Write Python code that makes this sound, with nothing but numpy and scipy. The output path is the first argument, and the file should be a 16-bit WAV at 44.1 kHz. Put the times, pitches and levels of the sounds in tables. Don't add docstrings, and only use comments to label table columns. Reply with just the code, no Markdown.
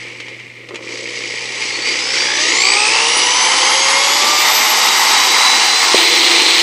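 import sys
import numpy as np
from scipy import signal
from scipy.fft import rfft, irfft, next_fast_len
from scipy.io import wavfile
from scipy.ndimage import map_coordinates

SR = 44100
rng = np.random.default_rng(int(sys.argv[2]) if len(sys.argv) > 2 else 0)


def store_pcm(level_fs):
    pcm = np.round(np.clip(level_fs, -1, 1) * 32767).astype(np.int16)
    wavfile.write(sys.argv[1], SR, np.atleast_2d(pcm).T)


N = 291942
TIME = np.arange(N) / SR

# t/s, added shaft speed/Hz, rattle jolt/dB, thrum jolt/dB
SQUEEZES = [(.675, 50, -1.5, 20), (.805, 88.4, 6, -.5), (1.595, 3, 4.5, 3.5), (1.84, 29.7, 4.5, 4),
            (2.119, 9.5, 5, 6), (2.357, 88, 2.5, 5), (2.486, 14.7, -1.5, -2.5), (3.533, 9.7, 1, 2),
            (3.921, 30.5, -1, 1), (4.203, 10.44, 0.5, 1), (5.065, 9, 1, 0), (5.509, 7.7, -.5, 2.5)]
# t/s, relative level/dB
KNOCKS = [(0.2019, -14), (0.2824, -17), (0.3975, -23), (0.601, -34), (0.688, -18.5), (0.745, -14),
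          (0.757, -11), (1.2047, -17), (1.6222, -22)]
# f/Hz, width/Hz, gain/dB
CASE_MODES = [(2087, 180, -6), (2244, 190, 0.5), (2391, 62, -0.5), (2630, 59, -13), (2810, 580, -9),
              (3950, 330, -24), (4550, 200, -29), (8200, 120, -28)]
HOUSING_MODES = [(342, 64, 7.5), (465, 94, 4.5), (890, 290, -14)]
# multiple of the shaft speed, relative level/dB
GEAR_ORDERS = [(2, 0.5), (2.583, -6.5), (4, 2.5), (5.167, -8.5), (6, -3), (7.75, -3.5), (8.75, -16),
               (17, -31), (19, -15), (34, 1.5), (60, 5)]
# f/Hz, gain/dB
GEAR_RESPONSE = [(180, -12), (370, -6), (590, -1), (670, -19), (810, -1.5), (1170, 2.5), (1400, -16),
                 (1700, -7), (2100, 6.5), (2750, -7), (4300, -12), (4720, 12), (5300, -6), (7200, -24),
                 (10500, -48)]
SLOT_RESPONSE = [(900, -78), (1400, -44), (1800, -22), (2100, -18.5), (2600, -17), (3250, -25.5),
                 (3830, -26), (3990, -18), (4060, -22)]
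BAR_RESPONSE = [(1800, -66), (2600, -50), (3150, -39), (3480, -24), (4250, -23), (4750, -18.5), (5400, -26),
                (6050, -19.5), (7300, -25.5), (7700, -36)]
WHISTLE_RESPONSE = [(3200, -65), (4100, -42), (4750, -24), (5700, -29), (7300, -24.5), (9400, -32),
                    (11800, -33.5), (12350, -24), (13200, -38.5)]
# f/Hz, relative level/dB
BRUSH_SPECTRUM = [(1500, -45), (2600, -1), (2920, 2.5), (3250, -0.5), (3950, 0.5), (4300, 0), (4810, 4.5),
                  (5250, 0.5), (6130, -0.5), (6950, -6), (7600, -9), (7860, -0.5), (8150, -17), (9900, -16),
                  (11000, -33.5), (12200, -77)]
FAN_SPECTRUM = [(60, -60), (140, -55), (220, -18.5), (400, -17), (650, -14.5), (780, -0.5), (890, 1.5),
                (1130, -1), (1330, -5), (1580, -9), (1850, -4.5), (2100, -0.5), (2700, -21), (4000, -17.5),
                (9000, -15.5), (12000, -66)]
RASP_SPECTRUM = [(150, -45), (320, 12), (480, -4), (650, -21), (1600, 2), (2100, 8), (3300, 12.5),
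                 (4300, 14.5), (5500, -15), (9000, -0.5), (12000, -53)]
# t/s, level/dB
SAW_LEVEL = [(5.6, -57), (5.93, -21), (5.96, -13.5), (6.1, -15.5), (6.25, -15), (6.45, -14.5), (6.62, -15)]
# delay/s, gain/dB
ECHOES = [(.0023, -30.5), (.0047, -19.5), (.0079, -17), (.0131, -19.5), (.0173, -21.5), (.0262, -20.5)]
# t/s, level/dB
HUM_LEVEL = [(0, -47), (4.6, -52.5), (4.9, -91), (6.62, -63)]
# f/Hz, relative level/dB
OUTDOOR_SPECTRUM = [(20, -33), (50, -17), (90, -5.5), (350, 5.5), (700, -8), (2000, -10), (8000, -21),
                    (14000, -35)]
# relative level at speed/dB, fall per octave below the knee/dB, knee/Hz,
# gain per octave that the rotor lags the trigger/dB, gain while cutting/dB
RATTLE_LAW = (-20, 6, 142, 0.66, 4)
THRUM_LAW = (-31.5, 5.5, 174, 4, 5.5)
HISS_LAW = (-12.5, 11.5, 266, 5, -1.2)
FAN_LAW = (-15, 14, 277, -3.5, -4.2)
MESH_LAW = (-28.5, 19, 201, 1, -7)

MAINS_HZ, BAND_LIMIT_HZ = 60.07, 14480
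FULL_TRIGGER_HZ = 401
SQUEEZE_S, INERTIA_S, COAST_HZ = .06, .672, 57.89
JOLT_RISE_S, JOLT_FADE_S = 0.03, 0.18
BITE_S = 5.9445
DRAG_HZ, SNAG_HZ, SNAG_S = 6, 26.93, .12
MESH_PULL_HZ, MESH_PULL_DB = 40, 3.5
RATTLE_CHOP, SLOT_CHOP, SPARK_CHOP, SPARK_IDLE = .55, 3.6, 0.16, 0.039


def motor():
    trigger = sum(hz * ramp(s, SQUEEZE_S) for s, hz, _, _ in SQUEEZES)
    drag = (TIME > BITE_S) * (DRAG_HZ + SNAG_HZ * fading(BITE_S, SNAG_S))
    step = 1 / (INERTIA_S * SR)
    driven = signal.lfilter([step], [1, step - 1], trigger - drag)
    return trigger, driven + COAST_HZ * fading(0, INERTIA_S)


def mains_kicks(share, lag, sharp):
    pulse = np.exp(sharp * np.cos(2 * np.pi * (MAINS_HZ * TIME - lag)))
    share = np.clip(share, 0, 1)
    return np.sqrt(1 - share + share * pulse / pulse.mean())


def jolts():
    return sum(np.outer(db, ramp(s, JOLT_RISE_S) * fading(s, JOLT_FADE_S)) for s, _, *db in SQUEEZES)


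def loudness(law, speed, pull):
    full_db, octave_db, knee_hz, lag_db, cutting_db = law
    octaves_below = np.log2(1 + (knee_hz / speed) ** 4) / 4
    octaves_behind = np.log2(1 + pull / speed)
    return full_db - octave_db * octaves_below + lag_db * octaves_behind + cutting_db * ramp(BITE_S, .05)


def gearbox(speed, chop, rattle_db, thrum_db):
    teeth = contacts(500 + 9 * speed, spread_db=0.0, life=0.0028)
    teeth *= mains_kicks(chop, lag=0.58, sharp=2.4)
    rattle = coloured(ring(teeth, CASE_MODES),
                      [(600, 0), (1500, -3.5), (1900, 9.5), (9000, -4.5), (12000, -53)])
    shake = contacts(14 * speed, spread_db=2.5, life=0.001) * mains_kicks(2 * chop, lag=0.56, sharp=1)
    thrum = coloured(ring(shake, HOUSING_MODES),
                     [(50, -37), (170, -5.5), (280, 1), (540, 5.5), (680, -5), (1200, 5), (9000, -42)])
    return amp(rattle_db - 2) * rattle + amp(thrum_db - 1.5) * thrum


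def backlash():
    blows = np.zeros(N)
    t = np.arange(SR // 20) / SR
    for s, db in KNOCKS:
        blows[round(s * SR):][:len(t)] += amp(db - 60 * t / 0.049) * rng.standard_normal(len(t))
    struck = amp(3) * ring(blows, CASE_MODES) + amp(-9) * ring(blows, HOUSING_MODES) + amp(-11.5) * blows
    return filtered(struck, lambda f: f ** 2 / (f ** 2 + 200 ** 2) / (1 + (f / 7500) ** 8))


def gear_tones(turns, pull, mesh_db):
    tones = sum(amp(db + 3.2 * wobble(6.03)) * np.sin(2 * np.pi * order * turns + .5 * wobble(25))
                for order, db in GEAR_ORDERS)
    load_db = MESH_PULL_DB * np.log2(.05 + pull / MESH_PULL_HZ)
    return np.sqrt(2) * amp(mesh_db + load_db) * filtered(tones, lambda f: amp(along(GEAR_RESPONSE, f)))


def armature_whine(speed, turns, chop):
    slot_order, bar_order, whistle_order = 12, 24, 40
    angle = 2 * np.pi * turns
    sway = np.sin(2 * np.pi * MAINS_HZ * TIME)
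    strain = np.interp(speed, [195, 245], [1, .12])
    cogging = np.interp(speed, [135, 158], [1, 0])
    slot_jerk = chop * (.5 * sway + (0.46 + 1.4 * strain) * wobble(170))
    slots = mains_kicks(chop, lag=0.43, sharp=7.8) * np.sin(slot_order * angle + slot_jerk)
    bar_jerk = strain * (sway + wobble(220))
    bars = mains_kicks(strain, lag=.45, sharp=3.7) * np.sin(bar_order * angle + bar_jerk)
    bars = 0.68 * bars + ring(bars, [(4600, 150, -1.2)])
    flicker = amp(3.1 * wobble(40))
    whistle_jerk = .5 * sway + (0.28 + .5 * strain + 1.6 * cogging) * wobble(190)
    whistle = flicker * np.sin(whistle_order * angle + whistle_jerk)
    whines = [(slots, SLOT_RESPONSE, slot_order), (bars, BAR_RESPONSE, bar_order),
              (whistle, WHISTLE_RESPONSE, whistle_order)]
    return np.sqrt(2) * sum(amp(along(response, order * speed) + 1.7 * wobble(9.9)) * tone
                            for tone, response, order in whines)


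def brushes(speed, chop, hiss_db):
    scrape = contacts(24 * speed, spread_db=2.5, life=0.0018) * mains_kicks(chop, lag=0.55, sharp=3.5)
    return amp(hiss_db - 1) * coloured(scrape, BRUSH_SPECTRUM)


def fan(air_db):
    return amp(air_db + 1.5 + 1.4 * wobble(13)) * coloured(noise(), FAN_SPECTRUM)


def hole_saw(turns):
    rasp = coloured(contacts(1500, spread_db=3.5, life=0.0011), RASP_SPECTRUM)
    shaking = np.sin(2 * np.pi * turns) + amp(-9.5) * np.sin(4 * np.pi * turns)
    drone = amp(-11 + 1.21 * wobble(15)) * shaking
    t = np.maximum(TIME - BITE_S, 0)
    swell = t / 0.00069
    thump = amp(7.5) * swell ** 2 * np.exp(-swell) * np.sin(2 * np.pi * 440 * t)
    thump = filtered(thump, lambda f: f ** 4 / (f ** 4 + 170 ** 4))
    return amp(along(SAW_LEVEL, TIME)) * (rasp + drone) + thump


def reflections(x):
    copies = sum(amp(db) * np.pad(x, (round(s * SR), 0))[:N] for s, db in ECHOES)
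    return amp(-0.21) * (x + copies)


def outdoor_ambience():
    hum = np.sqrt(2) * amp(along(HUM_LEVEL, TIME)) * np.sin(2 * np.pi * 2 * MAINS_HZ * TIME)
    return hum + amp(-46) * coloured(noise(), OUTDOOR_SPECTRUM)


def contacts(rate, spread_db, life):
    size = amp(spread_db * np.clip(noise(), -2, 2)) * (rng.random(N) < rate / SR)
    power = signal.lfilter([1], [1, -np.exp(-1 / (life * SR))], size ** 2) / rate
    return unit(np.sqrt(power) * noise())


def ring(x, modes):
    return filtered(x, lambda f: sum(amp(db) * 1j * f * width / (hz * hz - f * f + 1j * f * width)
                                     for hz, width, db in modes))


def coloured(x, spectrum):
    hz, db = np.transpose(spectrum)
    return unit(filtered(x, lambda f: amp(np.interp(np.log(f + 1), np.log(hz), db))))


def filtered(x, response):
    size = next_fast_len(N + SR // 2)
    return irfft(rfft(x, size) * response(np.fft.rfftfreq(size, 1 / SR)), size)[:N]


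def noise():
    return rng.standard_normal(N)


def wobble(rate):
    return map_coordinates(rng.standard_normal(int(N * rate / SR) + 4), [TIME * rate])


def along(points, at):
    return np.interp(at, *np.transpose(points))


def ramp(start, length):
    return np.clip((TIME - start) / length, 0, 1)


def fading(start, life):
    return np.exp(-np.maximum(TIME - start, 0) / life)


def amp(db):
    return 10 ** (np.asarray(db) / 20)


def unit(x):
    return x / np.sqrt(np.mean(x ** 2) + 1e-20)


def scene():
    trigger, speed = motor()
    pull = np.maximum(trigger - speed, 0)
    turns = np.cumsum(speed + 0.182 * wobble(20)) / SR
    chop = (trigger > 0) * np.clip(1 - trigger / FULL_TRIGGER_HZ, 0, 1)
    rattle_jolt, thrum_jolt = jolts()
    rattle_db = loudness(RATTLE_LAW, speed, pull) + rattle_jolt + 0.49 * wobble(11)
    thrum_db = loudness(THRUM_LAW, speed, pull) + thrum_jolt + 1.25 * wobble(11)
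    hiss_db = loudness(HISS_LAW, speed, pull) + 0.88 * rattle_jolt
    clatter = gearbox(speed, RATTLE_CHOP * chop, rattle_db, thrum_db) + backlash()
    hiss = brushes(speed, SPARK_IDLE + SPARK_CHOP * chop, hiss_db)
    rush = fan(loudness(FAN_LAW, speed, pull))
    mesh = gear_tones(turns, pull, loudness(MESH_LAW, speed, pull))
    whine = armature_whine(speed, turns, np.minimum(SLOT_CHOP * chop, 1))
    direct = clatter + hiss + rush + mesh + whine + hole_saw(turns)
    return np.tile(reflections(direct) + outdoor_ambience(), (2, 1))


def record(dry):
    return np.array([filtered(x, lambda hz: hz < BAND_LIMIT_HZ) for x in np.clip(dry, -1, 1)])


dry = scene()
out = record(dry)
store_pcm(out)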